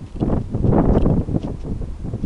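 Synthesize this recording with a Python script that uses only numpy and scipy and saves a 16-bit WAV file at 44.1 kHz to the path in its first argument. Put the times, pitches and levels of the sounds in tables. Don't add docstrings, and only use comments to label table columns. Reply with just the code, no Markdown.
import sys
import numpy as np
from scipy import signal
from scipy.fft import rfft, irfft
from scipy.io import wavfile
from scipy.ndimage import uniform_filter1d

SR = 44100
rng = np.random.default_rng(int(sys.argv[2]) if len(sys.argv) > 2 else 0)


def transcribe(signal):
    frames = np.atleast_2d(signal).T
    limited = np.clip(frames, -1, 1)
    pcm = np.round(limited * 32767).astype(np.int16)
    wavfile.write(sys.argv[1], SR, pcm)


N = 99577


def wind():
    # time in seconds, buffeting level in dB, its treble relative to that level in dB, rumble level in dB.
    gusts = [(0.0, -40, -7, -46), (0.02, -30.5, -15.5, -31.5), (0.14, -52, -8.5, -40),
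             (0.16, -28, -12, -20), (0.19, -34.5, -11, -33), (0.21, -20.5, -11, -21),
             (0.23, -14.5, -9, -37), (0.26, -25, -10, -31), (0.29, -20.5, -8.5, -17.5),
             (0.38, -24, -5.5, -24), (0.4, -21.5, -18, -32), (0.46, -36, -13.5, -33),
             (0.53, -25, -18.5, -34), (0.55, -21.5, -6, -38), (0.56, -20, -20, -42), (0.58, -28, -6, -32),
             (0.61, -20.5, -23, -31), (0.63, -28.5, -13, -30), (0.65, -14, -15, -36),
             (0.67, -17.5, -8, -35), (0.7, -8, -15, -14), (0.73, -16.5, -6, -25), (0.8, -10, -5, -13),
             (0.83, -19, -8.5, -28.5), (0.89, -17, -7, -12.5), (0.93, -16.5, -7.5, -16.5),
             (0.94, -19, -4.5, -34), (0.97, -12, -4, -12.5), (0.99, -21.5, -8, -37.5),
             (1.03, -19, -9.5, -15), (1.05, -16, -11, -22), (1.18, -17.5, -10.5, -27),
             (1.19, -14, -24, -25), (1.21, -24, -9, -22.5), (1.26, -38, -9, -31), (1.29, -24.5, -13, -22.5),
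             (1.33, -25, -13, -30.5), (1.36, -17, -11.5, -29), (1.4, -32.5, -13, -41), (1.42, -33, -6, -26),
             (1.46, -25.5, -11.5, -33), (1.49, -25, -5.5, -20.5), (1.52, -30.5, -11.5, -28.5),
             (1.55, -29, -15, -31), (1.6, -40, -10, -28.5), (1.68, -28, -10, -32), (1.73, -24, -17, -20.5),
             (1.75, -27.5, -18, -32), (1.77, -27.5, -14, -20), (1.8, -26.5, -22, -22.5),
             (1.82, -28.5, -9, -23.5), (1.94, -42, -15, -31.5), (2.01, -37, -12.5, -32.5),
             (2.03, -24.5, -24, -27), (2.07, -27, -10.5, -24), (2.12, -31.5, -14.5, -34.5),
             (2.14, -21, -12.5, -33), (2.22, -35.5, -14.5, -32.5), (2.24, -23.5, -13, -24.5),
             (2.26, -24.5, -12.5, -21.5)]
    # centre in seconds, gain of the air speed in dB.
    spurts = [(0.166, 2.5), (0.184, -4.5), (.235, 1.5), (.261, 3.5), (.283, 2.5), (.303, 3.5), (0.33, 3),
              (.340, 3), (0.37, 2.5), (0.378, 1.5), (0.546, 1), (.58, 1.14), (.603, 2.5), (.652, 2.5),
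              (0.747, 1.5), (0.784, 1.43), (.825, 2.5), (0.856, 3), (.892, 3), (0.998, -7), (1.007, 3),
              (1.033, 4), (1.062, 4), (1.104, 3), (1.142, 2.5), (1.154, -4), (1.174, 2.5), (1.215, 3.5),
              (1.336, -3), (1.346, 2.5), (1.365, 2.5), (1.479, 1.5), (1.547, 2.5), (1.667, 3.5), (1.694, 2),
              (1.722, 2.5), (1.823, 2), (2.059, 3), (2.085, 2.5), (2.141, 1.8)]
    spurt_width_s, spurt_level_ratio = 0.0045, 1.16
    medium_treble_db, speed_db_per_treble_db = -10, 0.6564
    flutter_hz, flutter_level_db, flutter_speed_db = 60.8, 1.54, 0.2739
    lopsided = 0.05

    t = np.arange(N) / SR
    gust_s, level_db, treble_db, rumble_db = np.transpose(gusts)
    low_pass = signal.butter(2, flutter_hz, fs=SR, output="sos")
    flutter = evened(signal.sosfilt(low_pass, rng.standard_normal(N)))
    spurt_db = sum(db * np.exp(-((t - at) / spurt_width_s) ** 2) for at, db in spurts)
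    gust_speed_db = speed_db_per_treble_db * (np.interp(t, gust_s, treble_db) - medium_treble_db)
    speed = amp(spurt_db + gust_speed_db + flutter_speed_db * flutter)

    row = eddy_row(2 * N)
    passing = np.interp(np.cumsum(speed), np.arange(len(row)), row)
    passing = passing + lopsided * (passing ** 2 - 1)
    buffet_db = np.interp(t, gust_s, level_db) + flutter_level_db * flutter + spurt_level_ratio * spurt_db
    return passing * amp(buffet_db) + rumble() * amp(np.interp(t, gust_s, rumble_db))


def eddy_row(size):
    # frequency in Hz, relative density in dB per Hz.
    eddies = [(50, -49.5), (90, -1.5), (140, 0.56), (250, -4.5), (450, -10.5), (800, -24.5), (1300, -38.5),
              (2200, -54), (4000, -87), (7000, -130)]
    eddies_per_s, spread_db, smooth_share = 700, 2.5, 0.6
    draws = rng.random((size, 3))
    present = draws[:, 0] < eddies_per_s / SR
    sign = np.sign(draws[:, 1] - 0.5)
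    strength = amp(-spread_db * np.log(draws[:, 2] + 0.046))
    sparse = evened(present * sign * strength)
    return colour(sparse + smooth_share * rng.standard_normal(size), eddies)


def rumble():
    # frequency in Hz, relative density in dB per Hz.
    swings = [(8, -4), (22, 12.5), (45, 4.5), (75, 3), (110, -4), (200, -46.5), (500, -88), (1500, -150)]
    return colour(rng.standard_normal(N), swings)


def puffs():
    # time in seconds, level in dB, length in seconds.
    strong_eddies = [(0.21, -20, 0.0061), (0.226, -10.5, 0.0047), (0.331, -8, 0.0039), (0.375, -8, 0.0056),
                     (0.545, -10.5, 0.0055), (0.648, -14, 0.0088), (0.704, -20, 0.0036),
                     (0.945, -15, 0.0053), (0.969, -5, 0.0045), (1.138, -5, 0.005), (1.344, -13.5, 0.0041),
                     (1.361, -6, 0.005), (1.545, -18.5, 0.0053), (1.715, -15.5, 0.0058),
                     (2.135, -16, 0.0054), (2.239, -13.5, 0.0045)]
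    out = np.zeros(N)
    for s, db, length in strong_eddies:
        u = np.linspace(-4, 4, round(length * 3 * SR) + 8)
        push_and_suck = (1 - 0.9 * u - 1.06 * u ** 2) * np.exp(-u ** 2)
        add(out, s - length, amp(db) * push_and_suck)
    return out


def ticks():
    # start in seconds, level in dB, gain of the treble modes in dB.
    knocks = [(0.0643, -39, -9), (0.0944, -50, -13), (0.1238, -43, -4), (0.158, -38, -13),
              (0.2002, -35, -17), (0.2068, -28, -18), (0.2776, -39.5, -7), (0.318, -38.5, -8),
              (0.6716, -42, -4), (0.982, -28, -12), (1.0125, -36, -10), (1.0162, -36, -5),
              (1.0214, -25.5, -19.5), (1.1013, -36, -11), (1.2, -42.5, -7), (1.4315, -29, -19),
              (1.4414, -42, -8), (1.6034, -47.5, -2), (1.6107, -41.5, -12)]
    # nominal frequency in Hz, level in dB, time to fall by 60 dB in seconds.
    modes = [(2280, -12.5, 0.0058), (2746, -6, .022), (3196, -7.5, 0.022), (4140, -9, 0.0095),
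             (5260, 1, 0.0077), (6050, -3.5, 0.0059), (7200, -9, 0.0041), (8460, -7.5, .016)]
    treble_from_hz, detune, attack_s = 4700, 0.13, 0.0012
    crack_db, crack_t60_s, crack_hz, crack_width_hz = -15.5, 0.015, 4020, 6900
    out = np.zeros(N)
    t = np.arange(1500) / SR
    for (s, db, treble_db), draw in zip(knocks, rng.random((len(knocks), 16))):
        knock = np.zeros(len(t))
        for (hz, mode_db, t60), pitch, phase in zip(modes, draw[:8], draw[8:]):
            decay = amp(mode_db + treble_db * (hz > treble_from_hz) - 60 * t / t60)
            detuned_hz = hz * (1 + detune * (pitch - 0.5))
            knock += decay * np.sin(2 * np.pi * (detuned_hz * t + phase))
        crack = band(rng.standard_normal(len(t)), crack_hz, crack_width_hz)
        knock += amp(crack_db - 60 * t / crack_t60_s) * crack
        add(out, s, amp(db) * np.minimum(t / attack_s, 1) * knock)
    return out


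def scuffs():
    # start in seconds, length in seconds, level in dB, low resonance relative to the top one in dB.
    rubs = [(0.057, 0.056, -68, 11.5), (0.649, 0.053, -68.5, 12.5), (0.915, 0.069, -56.5, -8),
            (1.395, 0.082, -57, 4.2), (.4, 0.034, -65, 3), (1.593, 0.043, -57, 0.5),
            (2.203, .06, -62.5, 1.5)]
    low_hz, low_width_hz, top_hz, top_width_hz = 2780, 2000, 5240, 2400
    grain_db, grain_samples = 1.82, 160
    out = np.zeros(N)
    for s, length, db, low_db in rubs:
        top, low, grain = rng.standard_normal((3, round(length * SR)))
        rub = band(top, top_hz, top_width_hz) + amp(low_db) * band(low, low_hz, low_width_hz)
        wobble_db = grain_db * evened(uniform_filter1d(grain, size=grain_samples))
        swell = np.hanning(len(top)) ** 0.44
        add(out, s, amp(db + wobble_db) * swell * rub)
    return out


def hiss():
    # frequency in Hz, relative density in dB per Hz.
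    hiss_spectrum = [(200, 8.5), (600, 4.5), (1000, 5), (1400, -2.5), (2400, -6.5), (3800, -9.5),
                     (6500, -12.5), (12000, -16)]
    return amp(-49.5) * colour(rng.standard_normal(N), hiss_spectrum)


def amp(db):
    return 10 ** (np.asarray(db) / 20)


def evened(x):
    return x / np.sqrt(np.mean(x ** 2) + 1e-20)


def colour(x, points):
    f, db = np.transpose(points)
    hz = np.fft.rfftfreq(len(x), 1 / SR)
    gain = amp(np.interp(np.log(hz + 1), np.log(f + 1), db))
    return evened(irfft(rfft(x) * gain, len(x)))


def band(x, hz, width):
    peak = signal.iirpeak(hz, hz / width, SR)
    once = signal.lfilter(*peak, x)
    return evened(signal.lfilter(*peak, once))


def add(mix, s, sound):
    part = mix[max(round(s * SR), 0):][:len(sound)]
    part += sound[:len(part)]


def scene():
    return (wind() + puffs() + ticks() + scuffs() + hiss())[None]


def record(dry):
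    # frequency in Hz, gain in dB.
    top_end = [(9800, -0.5), (10400, -2.5), (11000, -16.5), (11700, -18.5), (12300, -32.5)]
    soft_limit, edge_hz = 0.67, 12300
    rounded = soft_limit * np.tanh(dry / soft_limit)
    padded = np.pad(rounded, [(0, 0), (1000, 1000)], "reflect")
    size = padded.shape[1]
    hz, db = np.transpose(top_end)
    gain = amp(np.interp(np.fft.rfftfreq(size, 1 / SR), hz, db))
    rolled = irfft(rfft(padded) * gain, size)
    low_pass = signal.firwin(511, edge_hz, window=("kaiser", 9), fs=SR)
    return signal.oaconvolve(rolled, low_pass[None], "same")[:, 1000:-1000]


dry = scene()
out = record(dry)
transcribe(out)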